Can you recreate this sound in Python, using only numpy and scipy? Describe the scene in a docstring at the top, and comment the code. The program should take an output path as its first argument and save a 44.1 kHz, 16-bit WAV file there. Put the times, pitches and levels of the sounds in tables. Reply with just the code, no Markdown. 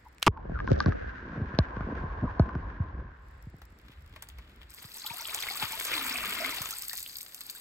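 """A camera is plunged into a swimming pool: water churns round its case and knocks on it, dull and boomy,
as filtered noise, diving tones and damped resonances.
It returns to the air and a skimmer net full of toys is lifted out: water pours off the mesh into the pool,
then spatters on the stone edge, as bursts of noise for spray and drops and as decaying tones for bubbles."""
import sys
import numpy as np
from scipy import signal
from scipy.fft import rfft, irfft
from scipy.io import wavfile

SR = 44100
rng = np.random.default_rng(int(sys.argv[2]) if len(sys.argv) > 2 else 0)


def pcm_store(signal):
    """Save signal as 16-bit PCM."""
    levels = np.round(np.clip(np.atleast_2d(signal), -1, 1) * 32767)
    wavfile.write(sys.argv[1], SR, levels.astype(np.int16).T)


N = 335380
TIME = np.arange(N) / SR


def amp(db):
    """Logarithmic level: decibels to amplitude gain."""
    return 10 ** (np.asarray(db) / 20)


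def unit(x):
    """Normalisation: scales to an rms of 1."""
    return x / np.sqrt(np.mean(x ** 2) + 1e-20)


def read(points, hz):
    """Interpolation of a spectrum on a log-frequency axis."""
    f, value = np.transpose(points)
    return np.interp(np.log(hz + 1), np.log(f), value)


def level(rows, axis=1, fade=0.0047):
    """Envelope: gain from one dB column, decaying exponentially beyond its ends."""
    rows = np.asarray(rows)
    outside = np.maximum(rows[0, 0] - TIME, 0) + np.maximum(TIME - rows[-1, 0], 0)
    return amp(np.interp(TIME, rows[:, 0], rows[:, axis])) * np.exp(-outside / fade)


def swells(rows):
    """Gaussian envelopes: the summed gain of one bell for each (t/s, level/dB, half length/s)."""
    return sum(amp(db) * np.exp(-((TIME - s) / half) ** 2) for s, db, half in rows)


def add(mix, s, sound):
    """Superposition: mixes a sound in at time s."""
    part = mix[:, max(round(s * SR), 0):][:, :sound.shape[-1]]
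    part += sound[..., :part.shape[1]]


def band(x, hz, kind, order=2):
    """Butterworth filtering: a maximally flat passband."""
    return signal.sosfilt(signal.butter(order, hz, kind, fs=SR, output="sos"), x)


# correlation of the two channels: f/Hz, correlation (-1 to 1)
CHANNEL_CORRELATION = [(60, 1), (300, 1), (700, 0.075), (3000, 0.1), (15000, 0.14)]


def colour(x, points):
    """Spectral shaping and partial coherence of two independent channels; rms 1."""
    hz = np.fft.rfftfreq(N, 1 / SR)
    a, b = rfft(x)
    same = read(CHANNEL_CORRELATION, hz)
    pair = np.array([a, same * a + np.sqrt(1 - same ** 2) * b])
    return unit(irfft(pair * amp(read(points, hz)), N))


def waver(rate):
    """Random modulation: interpolated chance values, rate of them per second; rms 1."""
    return unit(np.interp(TIME * rate, np.arange(4096), rng.standard_normal(4096)))


def patter(rate, spread_db):
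    """Poisson-like impacts: random instants, most of them small and a few large."""
    return (rng.random(N) < rate / SR) * amp(spread_db * np.minimum(rng.exponential(1, N), 3.5))


def bursts(rate, decay, spread_db, mist):
    """Shot noise: random droplets, each a decaying burst of hiss, over a steady fine mist."""
    impacts = patter(rate, spread_db) ** 2 / rate
    power = signal.lfilter([1], [1, -np.exp(-2 / (decay * SR))], impacts)
    return np.sqrt(power / power.mean() + mist ** 2) * rng.standard_normal((2, N))


def thump(dull_hz, length, sweep=23.14):
    """Dispersion: a blow heard as a thump whose highs arrive first, so its pitch dives."""
    t = np.arange(1, 4000) / SR
    hz = sweep / (2 * np.sqrt(t))
    swing = (1 - np.exp(-(2 * t * dull_hz) ** 2)) * np.exp(-(t / length) ** 2)  # a dull blow starts softly
    return np.sin(2 * np.pi * sweep * np.sqrt(t)) * swing / np.sqrt(1 + (hz / dull_hz) ** 4)


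def bubble(hz, cycles, rise, burst=0.41):
    """Bubble resonance: a decaying tone, rising in pitch near the surface, where the bubble bursts."""
    turns = np.arange(int(5 * cycles * SR / hz)) * hz / SR
    climb = rise * turns / cycles
    envelope = np.exp(-turns / cycles - (climb / burst) ** 2) * (1 - np.exp(-turns))
    return np.sin(2 * np.pi * turns * (1 + climb)) * envelope


def place(sound, where, port_delay=0.0003876, shade_db=1.5):
    """Interaural-style cues: the channel on one side gets the sound sooner and, for positive shade, louder."""
    i = np.arange(len(sound))
    channels = []
    for side in (1, -1):
        shifted = np.interp(i + side * where * port_delay * SR, i, sound, left=0)
        channels.append(amp(shade_db * side * where) * shifted)
    return np.array(channels)


def crowd(count, pitches, cycles, rise, spread_db, start=4.6, end=N / SR):
    """Superposed bubble resonances of random pitch, strength and place; rms 1."""
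    out = np.zeros((2, N))
    for when, size, strength, ring, where in rng.random((count, 5)):
        hz = np.interp(size, np.linspace(0, 1, len(pitches)), pitches)
        db = spread_db * min(-np.log(1 - strength), 4)
        tone = bubble(hz, cycles * (.5 + ring), rise)
        add(out, start + (end - start) * when, amp(db) * place(tone, 2 * where - 1, port_delay=0.000258))
    return unit(out)


# for a moment air clings to one microphone: it hears the knocks late
CLING_AT_S, CLING_WIDTH_S, CLING_DELAY_S = .78, .25, .00035


def clinging(s):
    """Gaussian envelope: how much air clings to the case at time s, 0-1."""
    return np.exp(-((s - CLING_AT_S) / CLING_WIDTH_S) ** 2)


# spectrum of the outdoor background: f/Hz, relative level/dB
AIR_SPECTRUM = [(300, 5.5), (700, 2), (1100, 4.5), (1900, 5.5), (3000, -8), (5000, -11.5), (6000, -23),
                (7500, -12), (12000, -40)]


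def open_air():
    """Stationary noise and faint dripping, shut out while the microphone is under water."""
    above = np.interp(TIME, [.27, .285, 3.08, 3.3], [1, 0, 0, 1])
    background = colour(rng.standard_normal((2, N)), AIR_SPECTRUM)
    impacts = band(patter(220, 7) * rng.standard_normal((2, N)), 3500, "high")
    drip = rng.standard_normal((2, 300)) * np.exp(-np.arange(300) / 60)
    trickle = signal.oaconvolve(impacts, drip, axes=1)[:, :N]
    return above * (amp(-62.0) * background + amp(-75.5) * unit(trickle))


# water rushing past the case: t/s, upper resonance relative level/dB, lower resonance relative level/dB
RUSH_LEVELS = [(0.32, -66.5, -59), (0.75, -47, -62), (1.23, -50, -59.5), (1.51, -50, -51.5),
               (2.0, -49.5, -47.5), (2.39, -51.5, -49), (2.76, -54, -53), (3.45, -69.5, -70.5)]
# spectra of the two resonances: f/Hz, relative level/dB
UPPER_RESONANCE = [(600, -37), (950, -32.5), (1200, -7.5), (1600, 2), (2000, -11.5), (3000, -23),
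                   (4500, -31.5), (6500, -39)]
LOWER_RESONANCE = [(250, 6), (600, 5), (850, 5.5), (1060, 15), (1350, -9), (2500, -55.5)]
# low rumble of water and handling: t/s, relative level/dB
RUMBLE_LEVELS = [(0.25, -60.5), (0.3, -47.5), (0.76, -35), (1.25, -46.5), (3.0, -42), (3.2, -54.5),
                 (4.6, -59.5), (5.0, -74.5), (6.4, -62.5), (7.6, -81)]
# spectrum of the rumble: f/Hz, relative level/dB
RUMBLE_SPECTRUM = [(15, -19), (30, -10.5), (50, 9), (70, 6.5), (110, -4.5), (170, -11), (300, -41.5),
                   (800, -84.5)]
# each sweep of the camera stirs up eddies: t/s, relative level/dB, half length/s
EDDY_SWEEPS = [(.725, -33.5, 0.032), (.885, -34, 0.032), (1.44, -44.5, 0.15), (1.96, -40.5, 0.085),
               (2.24, -34.5, 0.019), (2.5, -42, 0.096), (4.54, -63, 0.049)]
UPPER_RUSH_DB, LOWER_RUSH_DB, RUMBLE_DB = 2.5, 5.5, 3
IDLE_EDDIES_DB = -16  # eddies between sweeps, relative to the rumble gain
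WIDE_NOISE_DB = -35  # level of the wide noise, opposite in the two channels, early in the dip


def submerged():
    """Turbulence noise: grainy rush through case resonances, eddy thumps, a wide band of noise and rumble."""
    out = np.zeros((2, N))
    resonances = [(UPPER_RESONANCE, UPPER_RUSH_DB), (LOWER_RESONANCE, LOWER_RUSH_DB)]
    for axis, (points, db) in enumerate(resonances, start=1):
        grains = rng.standard_normal((2, N)) * (1 + .5 * unit(patter(260, 1.9)))
        out += colour(grains, points) * level(RUSH_LEVELS, axis) * amp(db + 1.68 * waver(32.94))
    rumble_gain = level(RUMBLE_LEVELS, fade=10) * amp(RUMBLE_DB)
    blows = patter(420, 0.74) * rng.standard_normal((2, N))
    eddies, wide_noise = signal.oaconvolve(blows, thump(710, 0.0076)[None], axes=1)[:, :N]
    eddy_gain = swells(EDDY_SWEEPS) + rumble_gain * amp(IDLE_EDDIES_DB)
    out += unit(band(eddies, 190, "high", order=3)) * eddy_gain * amp(3.2 * waver(16))
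    wide_noise = unit(band(wide_noise, [430, 1100], "band")) * clinging(TIME) * amp(WIDE_NOISE_DB)
    out += np.outer([1, -1], wide_noise)  # the wide noise is added with opposite signs left and right
    rumble = colour(rng.standard_normal((2, N)), RUMBLE_SPECTRUM)
    return out + rumble * rumble_gain * amp(2.8 * waver(13))


# pockets of air escape from the case: t/s, relative level/dB, half length/s, f at centre/Hz
AIR_ESCAPES = [(0.069, -50.5, 0.013, 930), (0.379, -43, 0.02, 950), (0.561, -38.5, 0.028, 1400),
               (0.695, -36, 0.0089, 1400), (2.277, -39, .03, 1050)]


def gurgles(glide=-4.0, flutter_hz=330):
    """Modulated resonance: escaping air, heard as fuzzy tones that swell and sink in pitch."""
    out = np.zeros((2, N))
    for s, db, half, hz in AIR_ESCAPES:
        turns = np.cumsum(hz * np.exp(glide * np.clip(TIME - s, -.2, .2))) / SR
        opposite = np.outer([1, -1], clinging(s) * waver(flutter_hz))
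        flutter = waver(flutter_hz) + opposite
        out += swells([(s, db, half)]) * flutter * np.sin(2 * np.pi * turns)
    return out


# water slaps the case as it breaks the surface: t/s, relative level/dB, decay to 1/e /s
SURFACE_SLAPS = [(0.183, -37, 0.00065), (0.2206, -38.5, 0.03), (0.2274, -12, 0.0021),
                 (0.265, -14.5, 0.0017), (.269, -13, 0.0034), (0.275, -13.5, 0.00075),
                 (0.2784, -10, 0.00075)]
SEALED_S = .268
# slaps are bright in the open; once water seals the microphone they are duller and shake the air trapped there
OPEN_HZ, SEALED_HZ, TRAPPED_AIR_DB = 12030, 6550, 11.5


def plunge(apart=0.68):
    """Impulsive noise: sharp slaps of water, the last ones exciting the resonance of trapped air."""
    out, t = np.zeros((2, N)), np.arange(3000) / SR
    air = np.sin(2 * np.pi * 1080 * t) * np.exp(-t / 0.00087)
    air += 0.15 * np.sin(2 * np.pi * 420 * t) * np.exp(-t / 0.0053)
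    for s, db, decay in SURFACE_SLAPS:
        sealed = s > SEALED_S
        noise = rng.standard_normal(len(t)) + apart * rng.standard_normal((2, len(t)))
        slap = noise * np.exp(-t / decay)
        slap = 0.24 * band(slap, 1500, "high") + 1.6 * band(slap, [1700, 3200], "band", order=1)
        slap = band(slap, SEALED_HZ if sealed else OPEN_HZ, "low")
        add(out, s, amp(db) * (slap + sealed * amp(TRAPPED_AIR_DB) * air))
    return out


# water knocks on the case: t/s, relative level/dB, f above which it is dull/Hz
WATER_KNOCKS = [(0.28, -18.5, 267), (.453, -35.5, 700), (0.496, -29.5, 700), (0.519, -29.5, 400),
                (0.709, -19.5, 460), (0.7167, -15, 1100), (0.861, -15.5, 450), (0.883, -17, 500),
                (1.377, -28.5, 520), (1.414, -21.5, 230), (1.538, -29, 420), (2.037, -27, 380),
                (2.239, -24, 605), (1.588, -14, 1430), (1.769, -30, 1110), (1.807, -29, 1100),
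                (2.223, -22.5, 178), (2.3972, -11.5, 850), (2.554, -24, 450), (2.799, -17, 127),
                (3.468, -32, 175), (3.541, -40.5, 502), (3.723, -49, 278), (3.895, -46.5, 385),
                (4.846, -41, 200), (5.106, -42.5, 250), (5.631, -36, 350), (6.605, -37.5, 221)]
# hard ticks heard under water: t/s, ring relative level/dB, treble click relative level/dB
HARD_TICKS = [(0.374, -37.5, -77), (0.59, -28, -67), (0.602, -24.5, -62), (0.6756, -21.5, -62),
              (0.8032, -14, -26.5), (0.8598, -22, -38), (0.922, -26.5, -67), (1.5882, -22, -21.5),
              (1.767, -31, -65), (1.8076, -30, -70), (2.396, -25, -39), (2.4913, -30.5, -68),
              (2.552, -31, -64)]
# modes of the flooded case: nominal f/Hz, relative level/dB, decay by 60 dB /s
CASE_MODES = [(1197, -2, 0.04), (1535, 1.5, 0.021), (2240, -24.5, 0.015), (4650, -3.5, 0.0012),
              (4620, -13.5, 0.0064)]
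# a knock at 0 dB lasts KNOCK_S; softer ones are shorter, by half for every KNOCK_HALVING_DB
KNOCK_S, KNOCK_HALVING_DB = 0.038, 33
# sharp knocks also ring a pocket of air in the case; knocks duller than its pitch hardly reach it
POCKET_HZ, POCKET_DECAY_S, POCKET_DB = 607, 0.004, -4
CLING_RING_DB = 6.5  # the clinging air swells the ring of the pocket
TICK_RING_DB, TICK_CLICK_DB = -3.5, 16


def knocks():
    """Modal excitation: diving thumps that ring pocketed air, and ticks that ring the case."""
    out, t = np.zeros((2, N)), np.arange(2000) / SR
    for s, db, dull_hz in WATER_KNOCKS:
        blow = thump(dull_hz, KNOCK_S * 2 ** (db / KNOCK_HALVING_DB))
        cling = clinging(s)
        add(out, s, amp(db) * place(blow, -cling, port_delay=CLING_DELAY_S, shade_db=0.0))
        pocket = np.sin(2 * np.pi * POCKET_HZ * rng.uniform(0.76, 1.15) * t) * np.exp(-t / POCKET_DECAY_S)
        pocket /= 1 + (POCKET_HZ / dull_hz) ** 3
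        pocket_gain = amp(db + POCKET_DB + CLING_RING_DB * cling)
        add(out, s, pocket_gain * place(pocket, -cling, port_delay=CLING_DELAY_S, shade_db=-2.5))
    for s, ring_db, click_db in HARD_TICKS:
        ring = np.zeros(len(t))
        for hz, mode_db, t60 in CASE_MODES:
            strike_db = click_db + TICK_CLICK_DB if hz > 3000 else ring_db + TICK_RING_DB
            tone = np.sin(2 * np.pi * hz * rng.uniform(0.885, 1.073) * t)
            ring += amp(mode_db + strike_db - 60 * t / t60) * tone
        ring = band(ring, [800, 6000], "band", order=8)
        add(out, s, place(ring, rng.uniform(-0.099, 1), port_delay=.00005))
    return out


def fizz():
    """Shot noise: tiny bubbles crackle off the case while air clings to it."""
    crackle = unit(band(bursts(98, 0.0036, 4.5, 0.079), [3000, 5500], "band"))
    return crackle * swells([(CLING_AT_S, -55.5, .1)])


# single drops slapping water, frame and stone: t/s, crack relative level/dB, dull slap relative level/dB
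SINGLE_DROPS = [(3.6173, -47, -49), (4.1612, -46, -44), (4.224, -31, -47.5), (4.2875, -36.5, -58),
                (4.385, -46.5, -47), (5.3463, -16.5, -39), (5.7997, -19.5, -61), (5.8514, -21, -41),
                (6.6182, -19.5, -38), (6.708, -22.5, -49), (6.894, -29.5, -62), (7.216, -28.5, -67),
                (6.8215, -23, -65), (7.004, -28, -67), (6.9317, -23.5, -40.5), (6.9777, -24.5, -61),
                (6.983, -29, -66), (7.185, -28.5, -73), (7.3456, -27.5, -70), (7.499, -26.5, -65)]
CRACK_DB, SLAP_DB = -1.5, 0


def drops():
    """Impact noise: each single drop gives a bright crack and a duller slap."""
    out, t = np.zeros((2, N)), np.arange(1500) / SR
    for s, crack_db, slap_db in SINGLE_DROPS:
        slap, crack = rng.standard_normal((2, 2, len(t)))
        slap = unit(band(slap, [450, 2600], "band")) * np.exp(-t / 0.0085)
        crack_decay = np.exp(-t / 0.000094) + 0.65 * np.exp(-t / 0.0032)
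        crack = unit(band(crack, 3600, "high")) * crack_decay
        add(out, s, slap * amp(slap_db + SLAP_DB) + crack * amp(crack_db + CRACK_DB))
    return out


# water falling from the net: t/s, fine spray relative level/dB, splashing relative level/dB
POUR_LEVELS = [(4.7, -60.5, -67.5), (4.93, -52, -58.5), (5.35, -46, -45.5), (5.95, -43.5, -41),
               (6.27, -45, -41), (6.55, -44.5, -39.5), (6.73, -45, -47.5), (7.03, -45, -74.5),
               (7.28, -52.5, -69), (7.6, -48.5, -59.5)]
# water slops off the net, gently at the surface, then in lumps from the mesh: t/s, level/dB, half length/s
NET_SLOPS = [(3.9, -65, 0.097), (4.16, -67, 0.061), (4.45, -63, 0.38), (5.63, -30.5, 0.013),
             (5.93, -38.5, 0.031)]
SPRAY_DB, SPLASH_DB = 2.5, 0.5


def splashing():
    """Envelope of impact strength: how hard water hits the pool, from the steady pour and its slops."""
    return level(POUR_LEVELS, axis=2) * amp(SPLASH_DB) + swells(NET_SLOPS)


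# spectrum of the spray: f/Hz, relative level/dB
SPRAY_SPECTRUM = [(200, -9.5), (600, -63.5), (1200, -8), (2400, -0.5), (3600, 3.5), (4700, 8.5),
                  (5800, -4.5), (8300, 8), (10000, -8), (11500, 8.5), (16000, 1.5)]
# spectrum of the splashes: f/Hz, relative level/dB
SPLASH_SPECTRUM = [(150, -6), (450, -2), (720, -9), (1020, -0.5), (1600, 2), (2350, 5), (3400, 7),
                   (6000, -13)]
# pitches of the fine droplets, at even steps of a random draw: f/Hz
DROPLET_HZ = [3070, 4820, 8000, 7840, 12400, 14400]
# as the net swings over the stone edge, the drops spatter and ping less: t/s, relative level of pings/dB
STONE_EDGE = [(6.65, 0.5), (6.95, -8)]
# at FULL_POUR_DB the spray has FULL_DROPS_PER_S; the rate thins tenfold per DROP_THINNING_DB, within limits
FULL_POUR_DB, FULL_DROPS_PER_S, DROP_THINNING_DB = -36, 1500, 31


def spray(fine_hz=6300):
    """Shot noise: hissing droplet bursts, pings and duller splashes, sparser when splashing weakens."""
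    heaviness = np.clip(splashing() / amp(FULL_POUR_DB), .06, 1.5)
    rate = FULL_DROPS_PER_S * heaviness ** (20 / DROP_THINNING_DB)
    # coarse and fine droplets fall independently
    coarse, fine = [band(bursts(rate, 0.0024, 7.6, 0.43), fine_hz, kind, order=4) for kind in ("low", "high")]
    hiss = colour(coarse + fine, SPRAY_SPECTRUM) * amp(1.5)
    pings = crowd(count=3600, pitches=DROPLET_HZ, cycles=8.95, rise=0.061, spread_db=6.0) * amp(-6.5)
    pings = pings * amp(np.interp(TIME, *np.transpose(STONE_EDGE)))
    splash = colour(bursts(rate * 0.4, 0.0031, 5.4, 0.59), SPLASH_SPECTRUM)
    return (hiss + pings) * level(POUR_LEVELS) * amp(SPRAY_DB) + splash * splashing()


# while the net clears the surface, separate streams plop into the pool: f/Hz
PLOP_PITCHES = [840, 1090, 1463, 2236, 2860, 4070]
# the hollow dug by the stream froths with bubbles, most of like size: f/Hz
FROTH_PITCHES = [1005, 1960, 2165, 2425, 2820]
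# pitches of the bubbles in the crowd, at even steps of a random draw: f/Hz
CROWD_BUBBLE_HZ = [565, 1042, 1370, 2087, 2330, 2680, 4300]
HOLLOW_START_S, HOLLOW_LENGTH_S = 5.87, .64


def bubbling():
    """Bubble resonance in numbers: a crowd of bubbles under the falling water, plops and froth."""
    bubbles = crowd(count=2400, pitches=CROWD_BUBBLE_HZ, cycles=8.0, rise=0.048, spread_db=6.0)
    plops = crowd(count=400, pitches=PLOP_PITCHES, cycles=10.7, rise=0.0236, spread_db=5.0,
                  start=5.02, end=5.75)
    froth = crowd(count=700, pitches=FROTH_PITCHES, cycles=7.6, rise=0.0333, spread_db=1.5,
                  start=HOLLOW_START_S, end=HOLLOW_START_S + HOLLOW_LENGTH_S)
    return bubbles * splashing() * amp(-10.0) + plops * amp(-62) + froth * amp(-52.5)


# the loudest single bubbles; those closest to the surface chirp upward:
# t/s, relative level/dB, starting f/Hz, rise (0-1)
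LOUD_BUBBLES = [(5.019, -27.5, 4000, 0.07), (5.047, -37, 846, 0), (5.064, -22, 2990, 0.12),
                (5.101, -28, 2166, 0.1), (5.203, -36.5, 880, 0.04), (5.253, -21.5, 2730, 0.23),
                (5.294, -27.5, 2040, 0.17), (5.425, -20, 3140, 0.13), (5.434, -22, 1960, .09),
                (5.486, -20.5, 2130, .014), (5.388, -23.5, 2930, 0.1), (5.934, -16, 2160, .08),
                (6.157, -17.5, 2190, .12), (6.448, -18.5, 2020, 0.04), (6.729, -33, 1270, 0.05),
                (6.912, -32.5, 1770, 0.03), (7.062, -25, 2360, 0.6), (7.551, -42.5, 1460, .06)]
BUBBLE_DB = -3.5


def plinks():
    """Bubble resonance: loud clear bubbles at the surface."""
    out = np.zeros((2, N))
    for s, db, hz, rise in LOUD_BUBBLES:
        tone = place(bubble(hz, 10.4, rise), rng.uniform(-0.37, 1.0), port_delay=0.00005)
        add(out, s, amp(db + BUBBLE_DB) * tone)
    return out


# the thick stream digs a hollow that deepens and closes again; the deeper it is, the lower and quieter it gulps
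SHALLOW_HZ, DEEP_HZ, SHALLOW_DB, DEEP_DB = 464, 193.4, -40, -48.5
# the stream moves on before the hollow has quite closed: share of the whole arch that is heard
HOLLOW_ARCH, HOLLOW_SHAPE = 0.91, 0.663


def gulps(count=60):
    """Resonance falling with size: big slow bubbles in the hollow, with smaller ones splitting off."""
    out = np.zeros((2, N))
    for k, (late, size) in enumerate(rng.random((count, 2))):
        progress = (k + late) / count
        depth = np.sin(np.pi * progress * HOLLOW_ARCH) ** HOLLOW_SHAPE
        smaller = 1 + 1.73 * size ** 3
        hz = SHALLOW_HZ * (DEEP_HZ / SHALLOW_HZ) ** depth * smaller
        db = SHALLOW_DB + (DEEP_DB - SHALLOW_DB) * depth
        gulp = amp(db) * bubble(hz, 9.4, 0.011) / smaller
        add(out, HOLLOW_START_S + HOLLOW_LENGTH_S * progress, gulp)
    return out


# level of the net, left over right: f/Hz, level difference/dB
LEFT_OVER_RIGHT = [(600, -5.5), (950, 9.5), (1700, 0.5), (2400, 0.5), (4900, 7), (6000, -0.3)]


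def ports(x, lag=.00015, scatter_db=-10):
    """Direct and scattered sound: the net is heard later on the left, with a weaker scattered part."""
    hz = np.fft.rfftfreq(N, 1 / SR)
    direct, scattered = rfft(x) * amp([[0], [scatter_db]])
    late = np.exp(-2j * np.pi * hz * lag * np.clip((hz - 2000) / 800, .1, 1))
    pair = np.array([(direct + scattered) * late, direct - scattered])
    return irfft(pair * amp(np.outer([.5, -.5], read(LEFT_OVER_RIGHT, hz))), N)


def poolside(x, t60=0.11, wet_db=-12):
    """Reverberation: brief reflections from the pool walls and paving, as decaying noise."""
    t = np.arange(8000) / SR
    tail = rng.standard_normal((2, len(t))) * amp(-60 * t / t60) * (t > .003)
    return x + amp(wet_db) * signal.oaconvolve(x, tail / np.linalg.norm(tail[0]), axes=1)[:, :N]


def scene():
    """Superposition of the dip under water and the dripping net."""
    flooded = submerged() + gurgles() + knocks() + fizz()
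    flooded = band(flooded, 6570, "low", order=8)  # water in the port shuts out the treble
    net = poolside(ports(drops() + spray() + bubbling() + gulps()) + plinks())
    return open_air() + flooded + plunge() + net


def record(dry):
    """Saturation and band limiting: the loudest peaks are softly clipped, then low-passed."""
    clipped = dry / (1 + (dry / .49) ** 8) ** (1 / 8)
    lowpass = signal.firwin(255, 16100, window=("kaiser", 9), fs=SR)  # edge in Hz
    return signal.oaconvolve(clipped, lowpass[None], "same")


dry = scene()
out = record(dry)
pcm_store(out)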